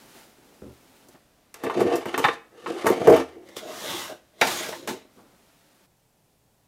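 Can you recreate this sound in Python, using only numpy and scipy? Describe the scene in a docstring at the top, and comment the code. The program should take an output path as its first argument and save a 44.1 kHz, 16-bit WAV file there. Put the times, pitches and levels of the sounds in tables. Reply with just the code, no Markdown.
"""Two drawers in a small workshop

Close, in mono: a hand pulls a loaded wooden drawer open and pushes it shut, then a thin steel drawer below it.
Random slips of the runners and short blows, as tools shift and knock inside, ring the modes of each box;
coloured grains make the rasp. Clothes rustle and feet shift in shaped noise, soles thud on floorboard modes,
and feedback delays give the room. The quiet noise of the room drops near the end.
"""
import sys
import numpy as np
from scipy import signal
from scipy.fft import rfft, irfft, next_fast_len
from scipy.io import wavfile

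SR = 44100
rng = np.random.default_rng(int(sys.argv[2]) if len(sys.argv) > 2 else 0)


def volts_from_db(level):
    """Convert decibel levels to linear amplitude ratios."""
    exponent = np.asarray(level, float) / 20
    return 10 ** exponent


def inscribe(sig):
    """Save sig as 16-bit PCM at rate SR to the path in sys.argv[1].

    A 1-D sig is mono; a 2-D sig holds one channel per row.
    Samples are clipped to [-1, 1] before scaling.
    """
    pcm = np.round(np.clip(np.atleast_2d(sig).T, -1, 1) * 32767)
    wavfile.write(sys.argv[1], SR, pcm.astype(np.int16))


N = 294147


def rms_one(x):
    """Scale to unit rms."""
    return x / np.sqrt(np.mean(x ** 2) + 1e-20)


def gains(strokes):
    """Turn every dB column into a gain in time, all but silent outside the strokes."""
    t = np.arange(N) / SR
    out = 0
    for rows in strokes:
        time_s, *columns = np.transpose(rows)
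        out = out + np.array([volts_from_db(np.interp(t, time_s, db, -150, -150)) for db in columns])
    return out


def drift(rate_hz):
    """Slow random wander of rms 1: noise through two equal one-pole low-passes at rate_hz."""
    step = 20      # samples between wander points
    pole = np.exp(-2 * np.pi * rate_hz * step / SR)
    noise = rng.standard_normal(N // step + 2002)
    slow = signal.lfilter([1], [1, -2 * pole, pole ** 2], noise)[2000:]      # past the filter's run-in
    return np.interp(np.arange(N) / step, np.arange(len(slow)), rms_one(slow))


def colour(x, spectrum):
    """Minimum-phase shaping of x to a spectrum, rms gain 1 on white noise."""
    hz, db = np.transpose(spectrum)
    grid_hz = np.maximum(np.fft.rfftfreq(8192, 1 / SR), 1)
    magnitude = volts_from_db(np.interp(np.log(grid_hz), np.log(hz), db))
    cepstrum = irfft(np.log(magnitude))
    # folding the cepstrum forward makes the phase minimum
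    cepstrum[1:4096] *= 2
    cepstrum[4097:] = 0
    response = irfft(np.exp(rfft(cepstrum)))
    return signal.fftconvolve(x, response / np.linalg.norm(response))[:N]


def grains(per_s, spread_db):
    """Random clicks of uneven size and either sign, rms 1."""
    size_db = spread_db * np.minimum(rng.exponential(1, N), 5)
    clicks = volts_from_db(size_db) * rng.choice([-1, 1], N)
    return rms_one(clicks * (rng.random(N) < per_s / SR))


def ring(push, hz, t60_s):
    """A mode: a unit click sets a dying sine of height 1 ringing."""
    r = volts_from_db(-60 / (t60_s * SR))
    w = 2 * np.pi * hz / SR
    return signal.lfilter([0, np.sin(w)], [1, -2 * r * np.cos(w), r * r], push + 1e-18)


def contacts(at_s, db, length_s, crisp):
    """Each blow is a dying chatter of force, unit energy times its level, with a click on its first sample."""
    out = np.zeros(N)
    span = 4000      # samples
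    noise = rng.standard_normal((len(at_s), span))
    for s, level_db, tau_s, jolt in zip(at_s, db, length_s, noise):
        chatter = jolt * np.exp(-np.arange(span) / (max(tau_s, 3e-4) * SR))
        burst = chatter / np.linalg.norm(chatter)
        burst[0] += crisp
        start = round(s * SR)
        out[start:start + span] += volts_from_db(level_db) * burst
    return out


def room_tone():
    """Steady coloured noise, switching to a duller, quieter one near the end."""
    drop_s = 5.862
    # room noise before the drop: hz, level_db (per Hz, relative)
    early_spectrum = [(15, -38), (25, -8), (296, -4), (399, -10), (687, -7), (831, -13), (14400, -26),
                      (16500, -33)]
    # room noise after the drop: hz, level_db (per Hz, relative)
    late_spectrum = [(25, -7), (70, -4), (130, 2), (250, -7.5), (500, -8.5), (900, -11), (1200, -18),
                     (4000, -21), (8000, -21.5), (15000, -23.5), (16500, -34.5)]
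    early = volts_from_db(-65) * colour(rng.standard_normal(N), early_spectrum)
    late = volts_from_db(-68) * colour(rng.standard_normal(N), late_spectrum)
    return np.where(np.arange(N) < drop_s * SR, early, late)


def rustle():
    """Cloth whispers above as coloured grains, weight shifts below as coloured noise."""
    # strokes of clothes and shuffling: time_s, low_db, high_db
    strokes = [
        [(0.0, -55, -57.5), (0.132, -63, -56.5), (0.168, -55, -53), (0.348, -68.5, -65), (0.42, -62, -64.5),
         (1.04, -65, -62.5), (1.096, -54.5, -68), (1.128, -72, -61), (1.15, -56, -66), (1.26, -81, -78),
         (1.5, -95, -94)],
        [(5.05, -58, -83), (5.152, -72, -68), (5.17, -55.5, -65), (5.25, -59, -69.5), (5.5, -74, -67.5),
         (5.86, -78, -68.5)],
    ]
    # rubbing cloth: hz, level_db (per Hz, relative)
    cloth_spectrum = [(530, -19.5), (900, -0.5), (1040, -10), (1360, -6), (1990, -7.5), (2830, -8.5),
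                      (13800, -15.5), (16000, -18.5)]
    # shuffling: hz, level_db (per Hz, relative)
    shuffle_spectrum = [(47, -61), (80, -21), (123, -11.5), (260, -1.5), (305, -5.5), (353, -4),
                        (1500, -19.5), (1950, -46), (3300, -120)]
    low, high = gains(strokes)
    whisper = high * volts_from_db(0.5 * drift(43.0)) * grains(9000., 2.0)
    shuffle = low * volts_from_db(1.9 * drift(19.0)) * rng.standard_normal(N)
    return colour(whisper, cloth_spectrum) + colour(shuffle, shuffle_spectrum)


def footfalls():
    """Soft soles set the floor thudding: short chatters of force ring its modes."""
    # footfalls: start_s, level_db (relative), contact_s
    steps = [(0.381, -52.5, 0.025), (0.62, -29, 0.12), (5.168, -49, 0.028)]
    # floorboard modes: hz, level_db (relative), t60_s
    floor_modes = [(74, -10, 0.24), (119.7, -4.5, 0.21), (219, 2.5, 0.072), (278, -1.5, 0.092),
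                   (386, 5, 0.093), (520, 0.5, 0.052), (603, -9.5, 0.12), (795, -7, 0.025),
                   (1230, -0.5, 0.0073)]
    start_s, level_db, contact_s = np.transpose(steps)
    push = contacts(start_s, level_db - 11.0, contact_s, crisp=0.72)
    out = np.zeros(N)
    for k, (hz, mode_db, t60_s) in enumerate(floor_modes):
        out += (-1) ** k * volts_from_db(mode_db) * ring(push, hz, t60_s)
    return out


def drawer(strokes, centre, knocks, modes, rasp, tick, slips, chatter_db, rasp_share, blow_db,
           split, focus_db, lean_db, roam_db, crisp):
    """Slips of the runners and blows drive the same modes; rasp and ticks are too dense in modes to ring.

    blow_db and crisp are for clack, thump and tick; slips are for low modes, high modes and rasp.
    """
    thump_top_hz = 800      # modes below take the thump, those above the clack
    rumble, hiss = gains(strokes)
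    # the edges chatter between rumble and rasp
    chatter = volts_from_db(chatter_db) * rumble ** (1 - rasp_share) * hiss ** rasp_share
    rumble_hz = np.interp(np.arange(N) / SR, *np.transpose(centre))
    start_s, clack_db, thump_db, tick_db, clack_hz = np.transpose(knocks)
    # 15 ms of chatter at a -21 dB thump: longer when heavier, shorter when clacking above 1100 Hz
    length_s = 0.015 * volts_from_db(0.16 * (thump_db + 21)) * np.minimum(1100 / clack_hz, 1)
    low_slips, high_slips, rasp_slips = slips
    ticks = contacts(start_s, tick_db + blow_db[2], length_s, crisp[2])
    out = colour(hiss * rasp_slips, rasp) + colour(ticks, tick)
    for k, (hz, level_db, t60_s) in enumerate(modes):
        # the rubbing spot roams; a long ring piles up more slips
        steady = volts_from_db(roam_db * drift(4.2)) / np.sqrt(t60_s * SR / 2.0)
        if hz < thump_top_hz:
            # how far the box is held picks the modes that speak
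            lean = volts_from_db(-lean_db * np.minimum(np.log2(hz / rumble_hz) ** 2, 1.2))
            thumps = contacts(start_s, thump_db + blow_db[1], length_s, crisp[1])
            push = lean * (steady * rumble * low_slips + thumps)
            out += (-1) ** k * volts_from_db(level_db) * ring(push, hz, t60_s)
        else:
            # a blow favours modes near its own pitch
            near_db = -focus_db * np.log2(hz / clack_hz) ** 2
            clacks = contacts(start_s, clack_db + blow_db[0] + near_db, length_s, crisp[0])
            push = steady * chatter * high_slips + clacks
            for side in (-1, 0, 1):      # sides, back and bottom ring at neighbouring pitches
                side_hz = hz * (1 + side * split)
                out += (-1) ** (k + side) * volts_from_db(level_db) * ring(push, side_hz, t60_s)
    return out


def wooden_drawer():
    """Wood sticks and lets go: few, lumpy slips under a fast random judder."""
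    # drag on the runners, pulled then pushed: time_s, rumble_db, rasp_db (all relative)
    wood_slide = [
        [(1.55, -54.5, -56.5), (1.61, -43, -63.5), (1.644, -28, -50.5), (1.75, -30, -56), (1.765, -9.5, -50),
         (1.80, -26.5, -47.5), (1.85, -20, -49.5), (1.961, -24, -49.5), (2.05, -43, -56.5), (2.07, -34, -51.5),
         (2.235, -32.5, -45.5), (2.336, -35, -47.5), (2.39, -60, -89), (2.47, -48, -90)],
        [(2.5, -51, -82), (2.608, -44, -58.5), (2.706, -33, -52), (2.76, -32.5, -50.5), (2.84, -34, -51.5),
         (2.9, -25, -42.5), (2.986, -31, -53), (3.04, -24.5, -47), (3.069, -23, -45.5), (3.074, -4.5, -56),
         (3.147, -11.5, -47), (3.152, -21, -50), (3.19, -23, -45.5), (3.236, -42, -53), (3.376, -45.5, -83),
         (3.5, -58, -63)],
    ]
    # where the rumble is centred as load and grip change: time_s, centre_hz
    wood_centre = [(1.7, 430), (1.78, 341), (1.86, 410), (2.23, 375), (2.27, 553), (2.6, 416), (2.85, 385),
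                   (3.04, 450), (3.075, 556), (3.15, 525), (3.172, 420)]
    # blows on wood: start_s, clack_db, thump_db, tick_db (all relative), clack_hz
    wood_blows = [(1.086, -65, -54, -52, 1060), (1.15, -44.5, -72, -70, 1310),
                  (1.542, -34.5, -52, -40, 2520), (1.637, -24.5, -24, -40, 1280),
                  (1.666, -21.5, -23.5, -66, 1400), (1.698, -15, -29.5, -50.5, 930),
                  (1.805, -18.5, -19.5, -38, 900), (1.812, -40.5, -15, -50, 826),
                  (1.849, -35, -19, -58, 1180), (1.956, -29, -26.5, -33, 1170), (2.056, -20, -21, -44, 930),
                  (2.142, -14, -29.5, -71.5, 2460), (2.178, -12, -23, -29, 875),
                  (2.241, -7, -32.5, -44, 2160), (2.248, -3, -30.5, -39, 1160),
                  (2.285, -10, -23.5, -83.5, 1760), (2.661, -18, -47, -72, 1100),
                  (2.844, -24, -19.5, -51.5, 837), (2.858, -14, -14.5, -39, 1040),
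                  (2.867, -7.5, -19.5, -25, 1020), (2.9, -16, -14, -35.5, 896),
                  (3.014, -31.5, -21.5, -58, 880), (3.072, -9.5, -6.5, -31.5, 760),
                  (3.098, -14, -6.5, -32.5, 830), (3.125, -18, -6.5, -35.5, 867),
                  (3.162, -15.5, -34.5, -35.5, 834), (3.198, -23.5, -25, -63, 1250)]
    # wooden box modes: hz, level_db (relative), t60_s
    wood_modes = [(81.5, -21.5, 0.59), (131, -24, 0.2), (190, -29, 0.068), (259.2, -10, 0.21),
                  (283, -6, 0.049), (337.5, 2, 0.041), (416.3, -1.5, 0.062), (466.7, 0.5, 0.058),
                  (529.6, -4.5, 0.022), (638.6, -2, 0.048), (734, -0.5, 0.024), (880, 4.5, 0.022),
                  (1020, -7, 0.018), (1097.5, 1.5, 0.038), (1241.4, -1, 0.032), (1400, -4, 0.023),
                  (1622, -3.5, 0.026), (1725, 1.5, 0.018), (1803, -0.5, 0.028), (2170, 1, 0.015),
                  (2630, -9, 0.035), (2930, -2.5, 0.017), (3180, -16.5, 0.028), (3600, -14.5, 0.09),
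                  (4080, -16.5, 0.047), (4570, -15, .02), (5670, -20, 0.023), (6266, -15, 0.015)]
    # wood rasp: hz, level_db (per Hz, relative)
    wood_hiss = [(710, -32), (1200, -0.5), (1860, -15), (2030, -14.5), (3540, -12.5), (4300, -14.5),
                 (10900, -23), (14000, -35), (16300, -66.5)]
    # hard edges touching: hz, level_db (per Hz, relative)
    edge_tick = [(2650, -25.5), (4500, 3), (7350, 3.5), (9210, 0.5), (11000, 3), (12000, -4.5), (13900, 6),
                 (16300, -25)]
    judder = volts_from_db(3.2 * drift(30.0))
    slips = judder * grains(1300., 3.94), judder * grains(1500., 2.9), judder * grains(6000., 2.7)
    return drawer(wood_slide, wood_centre, wood_blows, wood_modes, wood_hiss, edge_tick, slips,
                  chatter_db=0.0, rasp_share=0.58, blow_db=(-12., -3., 21.), split=0.025,
                  focus_db=3.5, lean_db=8.5, roam_db=3.0, crisp=(1.1, .8, .3))


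def steel_drawer():
    """Painted steel drags in a dense rasp: more slips, more even; the ticks share the rasp's colour."""
    # drag on the runners, pulled then pushed: time_s, rumble_db, rasp_db (all relative)
    steel_slide = [
        [(3.45, -48, -67), (3.556, -44.5, -63.5), (3.568, -64, -38.5), (3.614, -31.5, -54.5),
         (3.664, -24.5, -53.5), (3.73, -37.5, -47), (3.906, -39.5, -38), (4.03, -52, -39.5),
         (4.09, -40.5, -48.5), (4.12, -30, -52), (4.172, -57, -66.5), (4.28, -81.5, -109)],
        [(4.33, -60, -90), (4.405, -41.5, -55.5), (4.425, -18.5, -36.5), (4.458, -26.5, -36),
         (4.526, -36.5, -33), (4.714, -35.5, -44), (4.794, -47.5, -53), (4.87, -42, -63), (4.89, -34, -37),
         (4.943, -27, -51.5), (4.985, -40, -64), (5.1, -67, -88)],
    ]
    # where the rumble is centred as load and grip change: time_s, centre_hz
    steel_centre = [(3.5, 400), (3.9, 500), (4.12, 570), (4.431, 460), (4.5, 470), (4.56, 400),
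                    (4.741, 600), (4.86, 400), (4.91, 267), (5.0, 215)]
    # blows on steel: start_s, clack_db, thump_db, tick_db (all relative), clack_hz
    steel_blows = [(3.488, -50, -39, -49.5, 900), (3.566, -52, -29.5, -35, 1230),
                   (3.839, -44, -35, -47, 870), (4.099, -36, -34, -55, 900),
                   (4.413, -1.5, -14.5, -20.5, 1900), (4.471, -16, -30, -22.5, 985),
                   (4.688, -45, -32, -32, 805), (4.725, -22, -33, -43, 940),
                   (4.875, -17, -25.5, -29.5, 940), (4.882, -24, -20.5, -35, 842)]
    # steel pan modes: hz, level_db (relative), t60_s
    steel_modes = [(129.7, -44.5, 0.121), (228, -11, 0.2), (262.5, -11.5, 0.14), (342.5, -1, 0.04),
                   (463, -1.5, 0.05), (529, -2.5, 0.022), (625, 1, 0.045), (734, -5, 0.039),
                   (867, -7, 0.11), (985, -1, 0.036), (1187, -1, 0.025), (1380, -12, 0.069),
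                   (1575, 0, 0.023), (1810, -6, 0.069), (2020, 0.5, 0.026), (2393, -6, 0.04),
                   (2855, 1.5, 0.014), (3434, -5, 0.02), (3720, -5, 0.021), (4000, -9, 0.05),
                   (4835, -13.5, 0.15), (5340, -16.5, 0.041), (5670, -11.5, 0.093), (6940, -20, .04),
                   (6690, -10.5, 0.033), (7810, -23.5, 0.021)]
    # steel rasp: hz, level_db (per Hz, relative)
    steel_hiss = [(710, -0.5), (1200, 2), (1860, -6.5), (2720, -2), (3070, 0), (4750, -2.5), (5590, -2.5),
                  (12100, -9), (13800, -9), (15800, -15.5), (16300, -25.5)]
    drag = volts_from_db(0.69 * drift(30.0))
    slips = drag * grains(1500., 2.67), drag * grains(2700.0, 3.5), drag * grains(11000.0, 2.3)
    return drawer(steel_slide, steel_centre, steel_blows, steel_modes, steel_hiss, steel_hiss, slips,
                  chatter_db=-1.5, rasp_share=0.77, blow_db=(-15., -4., 20.), split=.045,
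                  focus_db=3.0, lean_db=11.5, roam_db=5.0, crisp=(.9, .7, .3))


def workshop(x):
    """Reflections of the small room: ten feedback delays, duller on every round."""
    t60_s, wall_cut_hz = 0.3, 14000
    size = next_fast_len(N + SR)
    delay = np.exp(-2j * np.pi * np.arange(size // 2 + 1) / size)      # one sample late
    dull = np.exp(-2 * np.pi * wall_cut_hz / SR)
    walls = (1 - dull) / (1 - dull * delay)
    tail = 0
    for k, lag_s in enumerate(np.geomspace(.011, .037, num=10)):
        loop = volts_from_db(-60 * lag_s / t60_s) * walls * delay ** round(lag_s * SR)
        tail = tail + (-1) ** k * loop / (1 - loop)
    return irfft(rfft(x, size) * tail, size)[:N]


def scene():
    """Drawers and footfalls close by and in the room, then the quiet layers."""
    # small boxes move little air in the deep bass
    small_box = signal.butter(4, 110.9, "high", fs=SR, output="sos")
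    drawers = signal.sosfilt(small_box, wooden_drawer() + steel_drawer())
    near = drawers + footfalls()
    reflections = volts_from_db(-18) * workshop(near)
    return (near + reflections + rustle() + room_tone())[None]


def low_pass(x):
    """Removes everything above the highest recorded frequency."""
    return signal.sosfilt(signal.butter(12, 16630, fs=SR, output="sos"), x)


def record(dry):
    """Peaks are rounded softly, then the top is cut steeply."""
    rounded = 1.022 * np.tanh(dry / 0.78)
    top_cut = signal.cheby2(16, 70, 16600, fs=SR, output="sos")      # 70 dB down from 16600 Hz
    finished = signal.sosfilt(top_cut, rounded)
    return low_pass(finished)


dry = scene()
out = record(dry)
inscribe(out)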